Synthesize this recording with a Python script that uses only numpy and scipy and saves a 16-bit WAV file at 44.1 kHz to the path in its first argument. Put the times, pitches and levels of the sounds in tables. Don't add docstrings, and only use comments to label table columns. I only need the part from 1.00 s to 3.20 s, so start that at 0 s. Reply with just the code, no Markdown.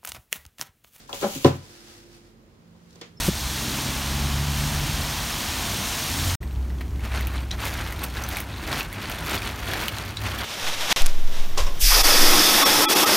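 import sys
import numpy as np
from scipy import signal
from scipy.fft import rfft, irfft, next_fast_len
from scipy.io import wavfile
from scipy.ndimage import map_coordinates

SR = 44100
rng = np.random.default_rng(int(sys.argv[2]) if len(sys.argv) > 2 else 0)


def output_pcm(signal):
    pcm = np.clip(np.atleast_2d(signal).T, -1, 1) * 32767
    wavfile.write(sys.argv[1], SR, np.round(pcm).astype(np.int16))


N = 97020
T = np.arange(N) / SR
PORT_LAG_S = 0.00008

# [f/Hz, relative level/dB, t60/s]
BED_MODES = [(92.2, -17, .42), (131, -13, 0.3), (154, -7.5, 0.27), (210.2, -17.5, 0.32),
             (241.8, -12.5, 0.16), (268, -1, 0.15), (352, -6.5, 0.13), (421, -11.5, .14), (479.4, -13, .12),
             (553, -7, 0.11), (728.6, -19.5, .09), (774.2, -15.5, 0.12), (912, -20, 0.1),
             (1005.6, -14, 0.089), (1108, -22, 0.12), (1340, -24, .15), (1627, -32.5, 0.24)]
# [f/Hz, relative level/dB, t60/s]
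RULER_MODES = [(473, 2.5, 0.17), (1238, -13, 0.076), (1834, -4.5, 0.11), (2030, -11, 0.2),
               (2183, -10, 0.18), (2970, -7.5, 0.12), (3200, -14, 0.3), (3385, -5, 0.1474),
               (3666, -4, 0.18), (4860, -3, 0.12), (7214, -22, .16)]
# [t/s, bed ring level/dB, lowest f excited/Hz, highest f excited/Hz, thud level/dB,
#            ruler ring level/dB, clatter level/dB, crack level/dB, left minus right/dB]
CONTACTS = [(.0905, -26.5, 900, 1207, -37, -72, -61, -59, 2.5),
            (.1294, -17, 780, 883, -39, -64, -40, -19, 2.5), (.357, -24.5, 90, 270, -47, -74, -57, -66, 1),
            (.4462, -5, 70, 2500, -17.5, -31.5, -25.5, -10, 0.9),
            (1.748, -47, 600, 1000, -67, -70, -72, -72, 2),
            (1.956, -50, 400, 1500, -55, -62.5, -60, -57, -2),
            (2.0128, -43, 282, 1410, -46, -43, -41.5, -32.5, -1)]
# [f/Hz, relative level/dB]
THUD_COLOUR = [(40, -37), (100, -12.5), (300, 0.5), (600, -3), (1100, -6.5), (1600, -12.5), (2500, -27.5),
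               (6000, -55.5)]
# [f/Hz, relative level/dB]
CLATTER_COLOUR = [(300, -42), (1200, 9), (2000, 9.5), (3000, 9.5), (5000, 4), (7000, 1), (8500, -13.5),
                  (15000, -42)]
BED_ATTACK_S, THUD_T60_S = 0.001, 0.21
CLATTER_ATTACK_S, CLATTER_T60_S = 0.0036, 0.24


def knocks():
    out = np.zeros((2, N))
    for start, bed_db, low_hz, high_hz, thud_db, ruler_db, clatter_db, crack_db, left_db in CONTACTS:
        t = np.maximum(T - start, 0)
        bed = ring(BED_MODES, start, BED_ATTACK_S, low_hz, high_hz, vary_db=2.8)
        ruler = ring(RULER_MODES, start, attack=0.00058, low_hz=197.3, high_hz=9000, vary_db=1.5)
        thud = unit(filtered(noise(THUD_COLOUR), lambda hz: np.sqrt(reach(hz, low_hz, high_hz))))
        thud = struck(t, THUD_T60_S, BED_ATTACK_S) * thud
        clatter = struck(t, CLATTER_T60_S, CLATTER_ATTACK_S) * noise(CLATTER_COLOUR)
        contact = amp(bed_db) * bed + amp(ruler_db) * ruler + amp(thud_db) * thud
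        contact += amp(clatter_db) * clatter + amp(crack_db) * crack(start)
        out += pan(left_db) * contact
    return out


def ring(modes, start, attack, low_hz, high_hz, vary_db):
    out = np.zeros((2, N))
    first = int(start * SR)
    span = slice(first, first + SR // 2)
    t = np.maximum(T[span] - start - np.array([[0], [PORT_LAG_S]]), 0)
    for k, (hz, db, t60) in enumerate(modes):
        level_db = db + vary_db * rng.standard_normal()
        gain = (-1) ** k * reach(hz, low_hz, high_hz) * amp(level_db)
        out[:, span] += gain * struck(t, t60, attack) * np.sin(2 * np.pi * hz * t)
    return out


def reach(hz, low_hz, high_hz):
    below = 1 + (low_hz / (hz + 1)) ** 6
    above = 1 + (hz / high_hz) ** 6
    return 1 / np.sqrt(below * above)


def struck(t, t60, attack):
    return amp(-60 * t / t60) * (1 - np.exp(-t / attack))


# [f/Hz, relative level/dB]
CRACK_COLOUR = [(300, -19), (2000, -11), (3000, 18.5), (5000, 4), (7000, -0.5), (10000, -6), (15000, -19.5)]
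SPLINTER_T60_S, SPLINTER_DB = 0.018, -5


def crack(start):
    delay = start + np.array([[0], [PORT_LAG_S]])

    def response(hz):
        return amp(along(CRACK_COLOUR, hz)) * np.exp(-2j * np.pi * hz * delay)

    click = filtered(np.eye(1, N)[0], response)
    click = click / np.abs(click).max()
    decay = struck(np.maximum(T - start, 0), SPLINTER_T60_S, attack=0.0001)
    return click + amp(SPLINTER_DB) * decay * noise(CRACK_COLOUR)


# [f/Hz, bandwidth/Hz, relative level/dB]
BENT_RULER = [(180, 24, 1), (214.6, 16, 5), (380, 34, 0.5), (575, 41, 4), (800, 22, 0), (968, 80, -7.5),
              (1445, 130, -12.5), (1668, 44.4, -18)]
JUDDER_S, JUDDER_RISE_S, JUDDER_HOLD_S, JUDDER_FALL_S = 0.205, 0.026, 0.016, 0.17
SLIP_HZ, SLIP_SCATTER, SLIP_COUNT = 196.3, 0.2, 40
JUDDER_DB = -21.5
RASP_DB, SHAKE_DB = -14.5, -6.5


def judder():
    scatter = SLIP_SCATTER * rng.standard_normal(SLIP_COUNT)
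    when = JUDDER_S + (np.arange(SLIP_COUNT) + scatter) / SLIP_HZ
    strength = judder_force(when) * amp(1.5 * rng.standard_normal(SLIP_COUNT))
    slips = np.bincount((when * SR).astype(int), strength, N)
    lag = np.array([[0], [PORT_LAG_S]])
    tone = filtered(slips, lambda hz: bent_response(hz) * np.exp(-2j * np.pi * hz * lag))
    force = judder_force(T)
    tone = unit(tone) * np.sqrt(np.mean(force ** 2))
    rasp = amp(RASP_DB) * noise(CLATTER_COLOUR)
    shake = amp(SHAKE_DB) * noise(THUD_COLOUR)
    return amp(JUDDER_DB) * (tone + force * (rasp + shake))


def judder_force(s):
    rise = np.clip((s - JUDDER_S) / JUDDER_RISE_S, 0, 1) ** 2
    falling = np.maximum(s - JUDDER_S - JUDDER_RISE_S - JUDDER_HOLD_S, 0)
    return rise * amp(-60 * falling / JUDDER_FALL_S)


def bent_response(hz):
    total = 0
    for k, (centre, width, db) in enumerate(BENT_RULER):
        damping = 1j * hz * width
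        total = total + (-1) ** k * amp(db) * damping / (centre ** 2 - hz ** 2 + damping)
    return total


# [t/s, level/dB]
SKID_LEVEL = [(.07, -71), (.097, -47.5), (.126, -49.5), (.145, -36), (.19, -40), (.215, -34), (.26, -37.5),
              (.31, -36), (.36, -33.5), (.405, -40), (.47, -35), (.53, -50.5), (.565, -47.5), (.6, -70)]
# [f/Hz, relative level/dB]
PAPER_COLOUR = [(240, -5), (400, -16.5), (552, 2.5), (663, -18.5), (784, -7.5), (1760, -12.5), (2880, -4),
                (5390, -7.5), (6990, -4), (8030, -10.5), (15500, -11.5)]


def skid():
    return friction(SKID_LEVEL, PAPER_COLOUR, grain_db=1.25, grain_hz=489.5)


def friction(curve, spectrum, grain_db, grain_hz):
    grain = amp(grain_db * wobble(grain_hz))
    return level(curve) * unit(noise(spectrum) * grain)


# [t/s, level/dB]
RUB_LEVEL = [(0, -50), (.07, -57), (.55, -53.5), (.68, -50.5), (.77, -50), (.83, -51), (.9, -49),
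             (.99, -51.5), (1.05, -57.5), (1.1, -57.5), (1.155, -53), (1.22, -62.5), (1.27, -60),
             (1.38, -74), (1.7, -73.5), (1.93, -61.5), (2.05, -61.5), (2.2, -72.5)]
# [f/Hz, relative level/dB]
SKIN_COLOUR = [(290, -13), (500, 2.5), (648, -8.5), (726, -1.5), (1130, -7), (1270, -2), (2040, -3),
               (2330, -4), (5050, -2), (15500, -17)]


def rub():
    return friction(RUB_LEVEL, SKIN_COLOUR, grain_db=0.95, grain_hz=252)


# [t/s, level/dB]
TICK_TIMES = [(.077, -51), (0.0949, -41), (1.9065, -51), (1.9288, -52), (1.9572, -47.5), (2.0136, -37)]
# [f/Hz, relative level/dB]
TICK_COLOUR = [(1500, -19.5), (4000, -1.5), (6500, 1.5), (8500, -9.5), (15000, -19.5)]
TICK_T60_S = 0.029


def ticks():
    envelope = np.zeros(N)
    for start, db in TICK_TIMES:
        envelope += amp(db) * struck(np.maximum(T - start, 0), TICK_T60_S, attack=0.00022)
    return noise(TICK_COLOUR) * envelope


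SQUEAK_S, SQUEAK_RISE_S, SQUEAK_T60_S, SQUEAK_HZ, SQUEAK_DB = 2.168, 0.0073, 0.095, 5283, -49


def squeak():
    phase = 2 * np.pi * np.cumsum(SQUEAK_HZ * (1 + 0.0046 * wobble(397))) / SR
    t = T - SQUEAK_S
    rise = np.clip(t / SQUEAK_RISE_S, 0, 1)
    decay = amp(-60 * np.maximum(t - SQUEAK_RISE_S, 0) / SQUEAK_T60_S)
    return amp(SQUEAK_DB) * rise * decay * np.sin(phase)


# [f/Hz, t60/s]
ROOM_T60 = [(100, 0.45), (500, 0.22), (3000, 0.43), (10000, 0.11)]


def room(x):
    hz, t, bins = signal.stft(rng.standard_normal((2, N)), SR, nperseg=256)
    decay = amp(-60 * t / along(ROOM_T60, hz)[:, None])
    tail = signal.istft(bins * decay, SR, nperseg=256)[1][:, :N]
    onset = np.minimum(T / 0.0027, 1)
    tail = spread(tail * onset, [(150, -10), (700, 5), (4000, -5.5), (15000, -7.5)])
    return signal.fftconvolve(x, tail / np.linalg.norm(tail[0]), axes=1)[:, :N]


# [f/Hz, relative level/dB]
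AIR_COLOUR = [(20, -41), (33, -29.5), (45, -7.5), (62, -8.5), (95, -1), (170, -5), (280, -8), (469, -11),
              (722, -20.5), (1170, -20), (2850, -29.5), (5000, -31.5), (8100, -55), (15500, -49.5)]
# [f/Hz, rms level/dB, start t/s, end t/s]
ROOM_HUMS = [(43.4, -63, -.5, 1.56), (171, -56.5, 1.607, 2.8), (223.7, -63.5, -0.15, 3.1),
             (308, -64, 0.32, 1), (346, -57, .68, 1.314)]
AIR_DB, HUM_FADE_S = -55, 0.07


def background():
    out = amp(AIR_DB) * noise(AIR_COLOUR)
    for hz, db, start, end in ROOM_HUMS:
        phase = 2 * np.pi * np.cumsum(hz * (1 + 0.0036 * wobble(15))) / SR
        swell = (np.tanh((T - start) / HUM_FADE_S) - np.tanh((T - end) / HUM_FADE_S)) / 2
        out = out + amp(db) * np.sqrt(2) * swell * np.sin(phase)
    return out


# [f/Hz, correlation]
LIKENESS = [(60, 1), (300, 0.56), (600, 0.55), (1100, -0.32), (2000, -0.024), (15000, -0.074)]


def spread(pair, spectrum):
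    def response(hz):
        angle = np.arccos(np.clip(along(LIKENESS, hz), -1, 1)) / 2
        return amp(along(spectrum, hz)) * np.array([np.cos(angle), np.sin(angle)])

    mid, side = filtered(pair, response)
    return unit(np.array([mid + side, mid - side]))


def noise(spectrum):
    return spread(rng.standard_normal((2, N)), spectrum)


def filtered(x, response):
    m = next_fast_len(N + SR // 2)
    return irfft(rfft(x, m) * response(np.fft.rfftfreq(m, 1 / SR)), m)[..., :N]


def wobble(rate):
    return map_coordinates(rng.standard_normal(2048), [T * rate], mode="wrap")


def pan(left_db):
    return amp(np.array([[left_db], [-left_db]]) / 2)


def level(rows):
    return amp(np.interp(T, *np.transpose(rows)))


def along(points, hz):
    f, v = np.transpose(points)
    return np.interp(np.log(hz + 1), np.log(f + 1), v)


def unit(x):
    return x / np.sqrt(np.mean(x ** 2) + 1e-20)


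def amp(db):
    return 10 ** (np.asarray(db) / 20)


SKID_LEFT_DB, JUDDER_LEFT_DB, RUB_LEFT_DB, BACKGROUND_LEFT_DB = 1.2, 1.8, -0.25, -3
ROOM_DB = -18.5


def scene():
    near = knocks() + pan(JUDDER_LEFT_DB) * judder()
    near += pan(SKID_LEFT_DB) * skid() + pan(RUB_LEFT_DB) * rub()
    near += ticks() + squeak()
    return near + amp(ROOM_DB) * room(near) + pan(BACKGROUND_LEFT_DB) * background()


TOP_HZ = 15800


def record(dry):
    held = dry / (1 + np.abs(dry) ** 8) ** (1 / 8)
    return filtered(held, lambda hz: hz < TOP_HZ)


dry = scene()
out = record(dry)
output_pcm(out)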